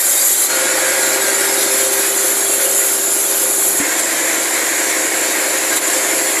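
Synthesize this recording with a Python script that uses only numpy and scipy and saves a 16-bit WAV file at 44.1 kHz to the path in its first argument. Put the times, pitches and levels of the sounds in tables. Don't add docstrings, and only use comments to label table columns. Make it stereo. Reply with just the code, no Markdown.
import sys
import numpy as np
from scipy import signal
from scipy.fft import rfft, irfft, next_fast_len
from scipy.io import wavfile
from scipy.ndimage import uniform_filter1d, map_coordinates

SR = 44100
rng = np.random.default_rng(int(sys.argv[2]) if len(sys.argv) > 2 else 0)


def dump(signal):
    limited = np.clip(np.atleast_2d(signal).T, -1, 1)
    pcm = np.round(limited * 32767).astype(np.int16)
    wavfile.write(sys.argv[1], SR, pcm)


N = 282240

# (start [s], end [s])
STAGES = [(0, .48), (.5, 3.79), (3.81, 6.4)]
# (drone [dB], growl [dB], hiss [dB], blade pan [steps to the left])
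STAGE_MIX = [(-27.5, -30, -23, 0.5), (-24, -24, -19.5, -2.5), (-25, -24, -21.5, 4)]
# (start [s], end [s], gain [dB])
APPROACH = (2.95, 5.3, 1)

# (time [s], four-stroke cycle rate [Hz])
ENGINE_SPEED = [(0, 11.87), (1, 11.92), (2, 11.98), (6.4, 11.99)]
# (order [multiple of the cycle rate], beside the saw [dB], behind the carriage [dB])
ENGINE_ORDERS = [(12, -28, -31), (18, -28, -35), (20, -23, -26), (22, -21.5, -25), (24, -31, -21),
                 (25, -26, -17), (26, -18, -17), (27, -16.5, -11.5), (28, -16.5, -17), (29, -18.5, -17),
                 (30, -13.5, -19), (31, -22, -25), (39, -21, -16), (47, -15, -17), (54, -17, -17),
                 (56, -16, -15), (58, -21, -17), (67, -22, -25), (71, -22, -28), (79, -22, -23),
                 (86, -28, -20)]
# (frequency [Hz], gain [dB])
DRONE_BESIDE = [(25, -61), (70, -26), (170, -28.5), (220, -15), (330, -5.5), (385, -4.5), (445, -5.5),
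                (580, -3), (800, -4), (1100, -5), (1500, -8), (3000, -61)]
DRONE_BEHIND = [(25, -63), (70, -27.5), (170, -25), (220, -18), (300, -6.5), (430, -6.5), (620, -2),
                (800, -4.5), (1100, -2), (1500, -57), (3000, -58)]
GROWL_BESIDE = [(600, -30), (1200, -11), (1430, -0.5), (1750, -0.5), (1950, 1), (2300, 0), (2900, -11.5),
                (4500, -9), (6500, -18), (12000, -48)]
GROWL_BEHIND = [(600, -56), (1200, -5.5), (1650, -0.5), (1930, 0.5), (2200, 0), (2900, -11.5), (4500, -12),
                (6500, -16.5), (12000, -18)]
# (time [s], change [dB], half length [s])
GROWL_SWELLS = [(.54, 0, 0.043), (1.88, -2.5, 0.026), (2.02, 2.5, 0.058), (2.615, 5, 0.034),
                (2.825, 3.5, 0.043), (3.85, 1.5, 0.018), (3.93, 2, 0.022), (4.03, -2.5, 0.023),
                (4.55, 0.8, 0.04), (5.73, 4, 0.013), (6.25, -0.5, .3)]
# (time [s], lead [ms])
LEFT_LEAD = [(0, -.15), (1.3, -.17), (3.79, -.3), (3.81, .5), (4.7, .49), (6.4, .38)]
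# (frequency [Hz], left-right likeness [1 = mono])
MACHINE_IMAGE = [(130, 1), (330, 0.6), (620, 0.55), (1000, 0.33), (2100, 0.16), (4000, 0.17), (7000, 0.16)]
BLADE_IMAGE = [(130, 1), (300, 0.49), (620, 0.58), (1000, 1), (1400, 0.2), (2900, -0.042), (14000, -0.08)]

# (time [s], level [dB])
WHINE_LEVEL = [(0, -46), (.45, -39), (.55, -33), (.8, -37), (1.28, -28), (1.9, -28), (3.1, -32.7),
               (3.76, -31.7), (4.08, -43), (4.5, -37), (6.4, -33)]
# (frequency [Hz], width [Hz], gain [dB])
HOWL_MODES = [(526, 14, 4), (540, 16, 0), (562, 20, -4), (626, 12, -4), (806, 25, -9), (935, 36, -11.5)]
# (frequency [Hz], level [dB])
HOWL_TONES = [(521, -37.3), (528, -36)]
# (time [s], change [dB], half length [s])
HOWL_FLARES = [(1.3, 4, 0.52), (2.65, 5.5, 0.11), (3.46, 7.5, 0.054), (5.53, 7, 0.04), (5.96, 6.5, 0.036),
               (6.3, 1.5, 0.2)]

# (frequency [Hz], gain [dB])
HISS_EQ = [(1000, -43), (2800, 2.5), (4100, 2.2), (5400, -0.5), (7000, 3.5), (9000, 2.5), (12000, 2.5),
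           (14000, -2)]
FREE_TILT = [(3000, -5), (7400, 1), (9000, -1), (14000, -15)]
FAVOURED_HARMONICS = [17, 19, 23, 26, 27, 28, 34]
# (time [s], level [dB])
PARTIALS_LEVEL = [(.46, 0), (.52, -9), (1.6, -13), (2.3, -5.5), (3.79, -6.5), (3.82, -19)]
# (time [s], level [dB])
SIZZLE_LEVEL = [(.46, 15), (.52, -11), (1.1, 0), (1.4, -1), (1.75, 2), (1.8, 3.5), (2.5, 4.5), (3.79, 6),
                (3.82, -27), (6.4, -5)]
# (time [s], level [dB])
RASP_LEVEL = [(.46, -32), (.55, -32), (1.1, -33), (1.6, -28), (2.3, -45), (3.79, -59), (3.85, -36),
              (6.4, -38)]
# (time [s], change [dB], half length [s])
BITES = [(1.935, 4, 0.0082), (2.545, 2, 0.012), (2.88, 1.5, 0.03), (3.999, 4.5, 0.013), (4.54, 2, .012),
         (5.77, 6.5, 0.015)]
# (frequency [Hz], width [Hz], gain [dB])
FREE_TONES = [(556, 30, 0), (781, 14, -4), (1168, 14, -5), (1561, 18, 2), (1949, 18, -1), (2140, 50, -6)]
KERF_MODES = [(1432, 22, -.5), (1593, 20, 1), (1655, 32, 0), (1920, 45, -6), (2153, 18, -5)]
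# (time [s], level [dB])
KERF_LEVEL = [(.5, -27.5), (1.2, -26.5), (1.6, -31), (2.2, -39), (3.7, -41), (4.6, -43), (5.3, -37),
              (6.4, -36)]
# (time [s], pitch [Hz], level [dB], half length [s])
SQUEALS = [(1.278, 1590, -25, 0.031), (2.64, 562.4, -34, 0.2), (3.925, 2200, -27, .018),
           (5.734, 1620, -23, 0.021)]

# (time [s], change [dB], half length [s])
DIPS = [(.485, -2.5, 0.02), (2.588, -1.5, 0.016), (2.96, 0, 0.01), (5.803, -4.5, 0.02)]
# (frequency [Hz], width [Hz], boost [dB])
PORT_RESONANCES = [(7307, 740, 16.5), (10870, 1070, 14)]


def amp(db):
    return 10 ** (np.asarray(db) / 20)


def unit(x):
    return x / np.sqrt(np.mean(x ** 2) + 1e-20)


def along(points, hz):
    freqs, values = np.transpose(points)
    return np.interp(np.log(hz + 1), np.log(freqs + 1), values)


def curves(rows):
    times, *columns = np.transpose(rows)
    return [np.interp(np.arange(N) / SR, times, column) for column in columns]


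def swells(rows):
    t = np.arange(N) / SR
    return sum(db * np.exp(-((t - at) / half) ** 2) for at, db, half in rows)


def wobble(rate):
    return map_coordinates(rng.standard_normal(4096), [np.arange(N) * rate / SR], mode="wrap")


def noise():
    return rng.standard_normal((2, N))


def filtered(x, response):
    size = next_fast_len(N + SR // 4)
    return irfft(rfft(x, size) * response(np.fft.rfftfreq(size, 1 / SR)), size)[..., :N]


def resonance(f, hz, width):
    return 1j * f * width / (hz * hz - f * f + 1j * f * width)


def spread(pair, colour, image=BLADE_IMAGE):
    def response(f):
        angle = np.arccos(np.clip(along(image, f), -1, 1)) / 2
        return colour(f) * np.array([np.cos(angle), np.sin(angle)])
    mid, side = filtered(pair, response)
    return np.array([mid + side, mid - side]) / np.std(mid)


def shaped(pair, eq, image=BLADE_IMAGE):
    return spread(pair, lambda f: amp(along(eq, f)), image)


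def perspective(x, behind, beside_eq, behind_eq):
    beside = shaped(x, beside_eq, MACHINE_IMAGE)
    return (1 - behind) * beside + behind * shaped(x, behind_eq, MACHINE_IMAGE)


def ringing(modes):
    return spread(noise(), lambda f: sum(amp(db) * resonance(f, hz, width) ** 2 for hz, width, db in modes))


def patchy(x, depth_db, size=1024):
    bands = signal.stft(x, nperseg=size)[2]
    patches = uniform_filter1d(rng.standard_normal(bands.shape), size=2, axis=1)
    patches = uniform_filter1d(patches, size=7, axis=2)
    return unit(signal.istft(bands * amp(depth_db * unit(patches)), nperseg=size)[1][:, :N])


def aside(x, lead_ms):
    shift = lead_ms * SR / 1000 / 2
    return np.array([map_coordinates(side, [np.arange(N) + way * shift], mode="mirror")
                     for side, way in zip(x, (1, -1))])


def pulses(cycles, uneven_db, t60, per_cycle=6):
    t = np.arange(SR // 8) / SR
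    out = np.zeros((2, N))
    for slot in range(per_cycle):
        at = np.flatnonzero(np.diff(np.floor(cycles - slot / per_cycle)))
        blows = np.zeros(N)
        blows[at] = amp(uneven_db * (-1) ** slot + rng.standard_normal(len(at)))
        burst = rng.standard_normal((2, len(t))) * amp(-60 * t / t60)
        out += signal.fftconvolve(blows[None], burst, axes=1)[:, :N]
    return unit(out)


def engine_drone(cycles, behind, lead_ms):
    gas = noise() * amp(3 + np.cos(2 * np.pi * cycles))
    firing = pulses(cycles, uneven_db=-3, t60=.022)
    drone = perspective(firing + gas, behind, DRONE_BESIDE, DRONE_BEHIND)
    return amp(-3) * aside(drone, lead_ms / 2)


def saw_growl(cycles, behind, level_db, lead_ms):
    rattle = pulses(cycles, uneven_db=-.5, t60=.2) + amp(6) * noise()
    growl = perspective(patchy(rattle, depth_db=2), behind, GROWL_BESIDE, GROWL_BEHIND)
    return aside(growl * amp(level_db + 2 + swells(GROWL_SWELLS) + .6 * wobble(25)), lead_ms)


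def engine_tones(cycles, loaded, behind, unloaded_db=-6):
    tones = np.zeros((2, N))
    for order, beside_db, behind_db in ENGINE_ORDERS:
        phase = .3 * rng.standard_normal() + .2 * rng.standard_normal((2, 1))
        phase = phase + .14 * wobble(9)
        level_db = beside_db + behind * (behind_db - beside_db) + 1.1 * wobble(5)
        tones += np.sqrt(2) * amp(level_db) * np.cos(2 * np.pi * order * cycles + phase)
    return tones * amp(.27 + unloaded_db * (1 - loaded) + wobble(14))


def drive_whine(cycles, order=33):
    level_db, = curves(WHINE_LEVEL)
    return amp(level_db) * np.sqrt(2) * np.sin(2 * np.pi * order * cycles + .2 * wobble(3.6))


def howl(loaded, behind, drone_db, behind_db=-4, unloaded_db=-3):
    t = np.arange(N) / SR
    beating = np.zeros(N)
    for hz, db in HOWL_TONES:
        phase = 2 * np.pi * hz * t + .6 * wobble(7) + .3 * wobble(40)
        beating += amp(db) * np.sqrt(2) * np.sin(phase)
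    follow_db = 3.3 * (drone_db - drone_db.mean())
    level_db = follow_db + behind_db * behind + unloaded_db * (1 - loaded) + swells(HOWL_FLARES)
    return amp(level_db) * (amp(-34) * ringing(HOWL_MODES) + beating)


def tooth_partials(loaded, free_hz=389.7, cut_hz=398.3, width_hz=85, unfavoured_db=-7, drift=.0012):
    harmonics = range(8, 36)
    partial = lambda f, hz: resonance(f, hz, width_hz) ** 2
    free = lambda f: amp(along(FREE_TILT, f)) * sum(partial(f, k * free_hz) for k in harmonics)
    gripped = lambda f: sum(amp(unfavoured_db * (k not in FAVOURED_HARMONICS)) * partial(f, k * cut_hz)
                            for k in harmonics)
    ring = lambda series: spread(noise(), lambda f: amp(along(HISS_EQ, f)) * series(f))
    steel = (1 - loaded) * ring(free) + loaded * ring(gripped)
    sway = np.arange(N) + np.cumsum(drift * wobble(4.6))
    return np.array([map_coordinates(side, [sway], mode="mirror") for side in steel])


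def saw_teeth(loaded, hiss_db, pan, rasp_hz=4100, rasp_width_hz=1700, pan_step_db=.13):
    (sizzle_db,), (partials_db,), (rasp_db,) = map(curves, (SIZZLE_LEVEL, PARTIALS_LEVEL, RASP_LEVEL))
    hiss = shaped(patchy(noise(), depth_db=5), HISS_EQ)
    hiss += amp(partials_db + .64 * wobble(14)) * tooth_partials(loaded)
    sizzle = filtered(hiss, lambda f: along([(7500, .017), (10500, .2), (14000, .59)], f))
    hiss += (amp(sizzle_db + 1.6 * wobble(30.6)) - 1) * sizzle
    rasp = spread(patchy(noise(), depth_db=8.5), lambda f: resonance(f, rasp_hz, rasp_width_hz) ** 2)
    grain_db = .54 * wobble(32) + swells(BITES)
    balance_db = pan_step_db * np.array([pan, -pan])
    return (amp(hiss_db - 4) * hiss + amp(rasp_db) * rasp) * amp(grain_db + balance_db)


def blade_song(loaded, free_db=-34):
    kerf_db, = curves(KERF_LEVEL)
    return amp(free_db) * (1 - loaded) * ringing(FREE_TONES) + amp(kerf_db) * loaded * ringing(KERF_MODES)


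def squeals():
    t = np.arange(N) / SR
    out = np.zeros(N)
    for at, hz, db, half in SQUEALS:
        envelope = amp(db) * np.exp(-((t - at) / half) ** 2)
        out += np.sqrt(2) * envelope * np.sin(2 * np.pi * hz * t + .25 * wobble(20))
    return out


def thump(at_s=3.802, db=-15, hz=292, t60=.18):
    t = np.maximum(np.arange(N) / SR - at_s, 0)
    return amp(db - 60 * t / t60) * np.sin(2 * np.pi * hz * t)


def microphone_moves(turn_from_s=.45, turn_to_s=2.76):
    mix = [(time, *levels) for stage, levels in zip(STAGES, STAGE_MIX) for time in stage]
    drone_db, growl_db, hiss_db, pan = curves(mix)
    turn, = curves([(turn_from_s, 0), (turn_to_s, 1), (STAGES[1][1], 1), (STAGES[2][0], 0)])
    shadow = turn ** 2.25
    nearer_db, = curves([(APPROACH[0], 0), APPROACH[1:]])
    drone_db += nearer_db - 2.5 * shadow
    growl_db += nearer_db - 6 * shadow
    return drone_db, growl_db, hiss_db - .86 * turn, pan - turn


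def scene():
    loaded, = curves([(STAGES[0][1], 0), (STAGES[1][0], 1)])
    behind, = curves([(STAGES[1][1], 0), (STAGES[2][0], 1)])
    (cycle_hz,), (lead_ms,) = curves(ENGINE_SPEED), curves(LEFT_LEAD)
    throb_offset = np.where(behind > .5, .4, .8)
    cycles = np.cumsum(cycle_hz) / SR - throb_offset
    drone_db, growl_db, hiss_db, pan = microphone_moves()
    machine = amp(drone_db) * engine_drone(cycles, behind, lead_ms)
    machine += saw_growl(cycles, behind, growl_db, lead_ms)
    machine += amp(drone_db) * engine_tones(cycles, loaded, behind) + drive_whine(cycles)
    machine += howl(loaded, behind, drone_db) + blade_song(loaded) + squeals()
    machine *= amp([[-.6], [.6]])
    return (machine + saw_teeth(loaded, hiss_db, pan)) * amp(swells(DIPS)) + thump()


def record(dry, ceiling=.88, top_hz=14300):
    ports = lambda f: np.array([1 + (amp(db) - 1) * resonance(f, hz, width)
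                                for hz, width, db in PORT_RESONANCES])
    coloured = filtered(dry, ports)
    rounded = coloured / (1 + np.abs(coloured / ceiling) ** 10) ** (1 / 10)
    return filtered(rounded, lambda f: f < top_hz)


dry = scene()
out = record(dry)
dump(out)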